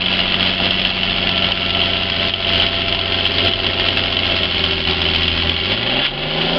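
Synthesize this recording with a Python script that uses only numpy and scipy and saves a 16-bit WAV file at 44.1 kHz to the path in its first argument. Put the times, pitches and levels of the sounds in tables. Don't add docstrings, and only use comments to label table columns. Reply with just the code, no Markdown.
import sys
import numpy as np
from scipy import signal
from scipy.fft import rfft, irfft
from scipy.io import wavfile
from scipy.ndimage import uniform_filter1d, minimum_filter1d

SR = 44100
rng = np.random.default_rng(int(sys.argv[2]) if len(sys.argv) > 2 else 0)


def unload_wav(signal):
    wavfile.write(
        sys.argv[1],
        SR,
        np.round(np.clip(np.atleast_2d(signal).T, -1, 1) * 32767).astype(np.int16),
    )


N = 290178
TIME = np.arange(N) / SR

# pitch in Hz, level in dB.
SLED_PARTIALS = [(32.1, -38), (64, -42.5)]
# frequency in Hz, gain in dB.
RUMBLE_EQ = [(10, -8), (25, -13), (42, 9.5), (60, -14), (120, -0.5), (200, -17.5), (500, -46)]
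# time in seconds, firing rate in Hz.
FIRING_RATE = [(0.0, 92.42), (0.8, 92.96), (1.25, 92.2), (2.2, 91.43), (2.5, 91.94), (4.28, 91.69),
               (4.62, 85.48), (5.25, 83.16), (5.6, 85.15), (5.82, 114.62), (6.05, 137.37), (6.58, 174.02)]
# time in seconds, load from 0 to 1.
ENGINE_LOAD = [(0, 0.75), (5.6, 0.89), (5.95, 0), (6.12, 0), (6.35, 0.4), (6.58, 1)]
CYLINDER_DB = [0, 2.5, -2.5, -1, -2.5, 1.5]
# end in seconds,
# length in seconds, bark change in dB, roar change in dB, depth of the dip in dB.
LEVEL_SWELLS_AND_DIPS = [(0.531, 0.12, 2.5, 2.5, 3.5), (0.684, 0.081, 3, 3.5, 0.5),
                         (0.896, 0.037, 3.5, 1, 2), (1.85, 0.099, 1, 2, -1), (2.292, 0.06, 1, 0, 5.5),
                         (2.664, 0.19, 2, 1.5, 3.5), (3.502, 0.054, 2.5, 3.5, 3.0),
                         (3.706, 0.054, 1.5, 2.0, 1.5), (3.892, 0.088, 3, 2, 0.5), (4.467, 0.057, 1, 2, 1),
                         (4.83, 0.12, 1.0, 2, 4), (4.923, 0.047, 5.5, 6.5, 1.5),
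                         (5.535, 0.084, 1, 4.5, 0.5), (5.745, 0.033, 4.5, 3, 2), (6.08, 0.044, 5, -8.5, 8)]
# time in seconds, fundamental level in dB, octave level in dB.
EXHAUST_NOTE = [(0, -35, -29), (1.2, -32.5, -30), (2.8, -29.5, -36), (4.1, -30.5, -42.5), (4.5, -30.5, -34),
                (5.4, -26.5, -35), (6.0, -34, -30.5), (6.2, -27, -50)]
# relative dB of one cycle-rate harmonic, from the 7th up.
GROWL_HARMONICS_DB = [-3.5, 6, 10, 6, 1, -14.5, 4, 4, 5, -4.5, 0.5, 6, -16, 0.5, 6, -7, 2, 0, -10, 0.5, 3.5,
                      -7.5, -5.5, -9, -5, 3, -11.5, -2.5]
# frequency in Hz, gain in dB.
PIPE_EQ = [(90, -21), (138, -20.5), (160, -5), (212, -6.5), (250, 0.5), (300, -9.5), (340, -3.5), (392, -1),
           (425, -9.5), (465, -15.5), (520, 0), (600, 3.5), (710, -3.5), (810, 2.5), (890, -11),
           (1020, -3.5), (1220, -24), (1390, -1.5), (1500, -11.5), (2500, -42)]
# pitch in Hz, decay time in seconds, relative level in dB.
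STACK_MODES = [(2814, 0.0032, -5.5), (3073, 0.0029, 1.5), (3235, 0.0016, 5.5)]
# frequency in Hz, gain in dB.
RASP_EQ = [(500, -20.5), (900, -14), (1500, -11.5), (1870, -9.5), (2220, -5.5), (2430, -8), (2750, 1),
           (3350, 1), (3650, -9), (4020, -7), (4250, -8.5), (5100, -14.5), (5500, -31), (5900, -37.5)]
# start in seconds, relative strength in dB.
HARD_HITS = [(0.0593, -7), (0.4279, -3), (0.7068, -5), (0.8495, -3), (1.0316, -5), (1.291, -4),
             (1.5189, -4), (1.8153, -5), (2.3376, -5), (2.4463, -6), (2.5336, -3), (2.5985, -3),
             (2.6648, -3), (2.9248, -5), (3.2535, -3), (3.4714, -5), (3.5359, -5), (3.8861, -2),
             (4.1679, -6), (4.4323, -3), (4.6394, -4), (4.8509, -8), (5.2076, -5), (5.2794, -3),
             (5.4944, -3)]


def undb(db):
    return 10 ** (np.asarray(db) / 20)


def unit(x):
    return x / np.sqrt(np.mean(x ** 2))


def steady(x):
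    return x / np.sqrt(uniform_filter1d(x ** 2, size=5700) + 1e-12)


def curves(table):
    times, *columns = np.transpose(table)
    return [np.interp(TIME, times, column) for column in columns]


def wander(rate_hz):
    span = int(SR / rate_hz)
    drift = uniform_filter1d(rng.standard_normal(N), span, mode="wrap")
    return unit(uniform_filter1d(drift, span, mode="wrap"))


def equalize(x, eq):
    hz, db = np.transpose(eq)
    size = 2 ** 13
    bin_hz = np.arange(size // 2 + 1) * SR / size
    gain = undb(np.interp(np.log(bin_hz + 1), np.log(hz), db))
    cepstrum = irfft(np.log(gain))[:size // 2]
    cepstrum[1:] *= 2
    impulse = irfft(np.exp(rfft(cepstrum, size)))
    return signal.fftconvolve(x, impulse)[:N]


def noise(eq, envelope=1):
    return equalize(rng.standard_normal(N) * envelope, eq)


def muffle(x, edge_hz):
    return signal.sosfiltfilt(signal.butter(3, edge_hz, fs=SR, output="sos"), x)


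def band(x, hz, width_hz):
    return signal.lfilter(*signal.iirpeak(hz, hz / width_hz, fs=SR), x)


def bursts(impulses, rise_s, fall_s):
    t = np.arange(SR // 20) / SR
    shape = (1 - np.exp(-t / rise_s)) * np.exp(-t / fall_s)
    return np.abs(signal.fftconvolve(impulses, shape / shape.max())[:N])


def level_rides():
    rise_s, drop_s, recovery_db_per_s = 0.022, 0.049, 31.5
    rides = np.zeros((2, N))
    for end, length, bark_db, roar_db, dip_db in LEVEL_SWELLS_AND_DIPS:
        start, bottom = end - length, end + drop_s / 2
        recovered = bottom + abs(dip_db) / recovery_db_per_s
        times = np.sort([start - rise_s, start, end - drop_s / 2, bottom, recovered])
        rides += [np.interp(TIME, times, [0, db, db, -dip_db, 0]) for db in (bark_db, roar_db)]
    return rides + wander(9.8)


def sled():
    drone = 0
    for hz, db in SLED_PARTIALS:
        level = np.sqrt(2) * undb(db + 1.8 * wander(5.8))
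        drone += level * np.sin(2 * np.pi * hz * TIME + 0.27 * wander(4))
    return drone + undb(-39) * unit(noise(RUMBLE_EQ))


def gear_whine(firing_count):
    teeth, pass_s, lug_s = 22, 2.74, 4.44
    mesh_db = -30.5 - 2.33 * np.abs(TIME - pass_s) - 110.5 * np.maximum(TIME - lug_s, 0)
    octave_db = mesh_db - 9.5 + 7.5 * np.exp(-((TIME - 1.5) / 0.46) ** 2)
    mesh_phase = 2 * np.pi * teeth * firing_count / 3 + 0.35 * wander(9)
    cycle_phase = 2 * np.pi * firing_count / len(CYLINDER_DB)
    sway = undb(-8.5) * np.sin(mesh_phase + cycle_phase)
    whine = undb(mesh_db) * (np.sin(mesh_phase) + sway) + undb(octave_db) * np.sin(2 * mesh_phase)
    return np.sqrt(2) * whine * undb(0.99 * wander(16))


def firings(firing_count, scatter_db, jitter_s):
    starts = np.flatnonzero(np.diff(np.floor(firing_count)) > 0)
    level_spread, time_spread = rng.standard_normal((len(starts), 2)).T
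    strength = undb(np.resize(CYLINDER_DB, len(starts)) + scatter_db * level_spread)
    jittered = np.clip(starts + jitter_s * SR * time_spread, 0, N - 1).astype(int)
    return np.bincount(jittered, strength, N)


def exhaust_note(firing_count):
    return sum(np.sqrt(2) * undb(db + wander(58)) * np.sin(2 * np.pi * harmonic * firing_count)
               for harmonic, db in enumerate(curves(EXHAUST_NOTE), 1))


def exhaust_roar(firing_count, firing_hz):
    cycles = firing_count / len(CYLINDER_DB)
    growl = sum(undb(db + 1.5 * wander(6)) * np.sin(2 * np.pi * (harmonic * cycles + rng.random()))
                for harmonic, db in enumerate(GROWL_HARMONICS_DB, len(CYLINDER_DB) + 1))
    pulses = firings(firing_count - 0.3, scatter_db=1.5, jitter_s=0.00023)
    puffs = unit(noise(PIPE_EQ, bursts(pulses, rise_s=0.00055, fall_s=0.0064)))
    racing_db = 0.27 * np.maximum(firing_hz - 155, 0)
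    pipe = undb(racing_db) * unit(equalize(growl, PIPE_EQ)) + undb(0.5 + 0.3 * racing_db) * puffs
    boom_db = 0.5 - 6 * np.maximum(3.2 - TIME, 0)
    return unit(pipe + undb(boom_db) * band(pipe, hz=388, width_hz=50))


def ground_bounce(x):
    lag_s = 0.00417 * (1 - 0.026 * TIME)
    return x + 0.23 * np.interp(TIME - lag_s, TIME, x)


def thin_with_distance(x):
    band_db = -0.48 * (TIME - 2.5)
    return x + (undb(band_db) - 1) * band(x, hz=2700, width_hz=380)


def stack_ping(strikes):
    t = np.arange(SR // 40) / SR
    ring = sum(undb(db) * np.exp(-t / decay_s) * np.sin(2 * np.pi * hz * t)
               for hz, decay_s, db in STACK_MODES)
    ring *= 1 - np.exp(-t / 0.0021)
    return signal.fftconvolve(strikes, ring / np.abs(ring).max())[:N]


def cracks():
    start_s, db = np.transpose(HARD_HITS)
    hits = np.bincount((start_s * SR).astype(int), undb(db), N)
    rasp = bursts(hits, rise_s=0.001, fall_s=0.002) * unit(noise(RASP_EQ))
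    return undb(-1) * stack_ping(hits) + undb(-9.5) * rasp


def bark(firing_count):
    pulses = firings(firing_count - 0.57, scatter_db=2.5, jitter_s=0.00022)
    gas_flow = unit(bursts(pulses, rise_s=0.0018, fall_s=0.0035)) + 0.5
    rasp = steady(noise(RASP_EQ, gas_flow))
    rush = unit(muffle(noise(RASP_EQ), edge_hz=3290))
    strikes = firings(firing_count - 0.65, scatter_db=3, jitter_s=0.00058)
    bright = rasp + undb(-8) * (steady(stack_ping(strikes)) + rush)
    load = curves(ENGINE_LOAD)[0]
    return unit(load * bright + (1 - load) * muffle(bright, edge_hz=4940))


def scene():
    firing_hz = curves(FIRING_RATE)[0]
    firing_count = np.cumsum(firing_hz) / SR
    bark_ride_db, roar_ride_db = level_rides()
    duck_db = sum(-2.5 * np.exp(-((TIME - start_s) / 0.0024) ** 2) for start_s, _ in HARD_HITS)
    bark_db = -19 - 0.0054 * TIME + bark_ride_db + duck_db
    metal = undb(bark_db) * bark(firing_count) + cracks()
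    lead = thin_with_distance(ground_bounce(metal))
    roar = undb(-26.5 + roar_ride_db) * exhaust_roar(firing_count, firing_hz)
    note = undb(0.88 * roar_ride_db) * exhaust_note(firing_count)
    backing = undb(0.59 * roar_ride_db) * (gear_whine(firing_count) + sled())
    return (lead + roar + note + backing)[None]


def record(dry):
    band_hz, top_hz = 6000, 15800
    limit, clip_level, window = 0.77, 0.72, 131
    narrow = signal.sosfilt(signal.ellip(8, 0.2, 70, band_hz, fs=SR, output="sos"), dry)
    needed_gain = limit / np.maximum(np.abs(narrow), limit)
    gain = uniform_filter1d(minimum_filter1d(needed_gain, window), window)
    clipped = np.clip(narrow * gain, -clip_level, clip_level)
    return signal.sosfilt(signal.ellip(8, 0.2, 70, top_hz, fs=SR, output="sos"), clipped)


dry = scene()
out = record(dry)
unload_wav(out)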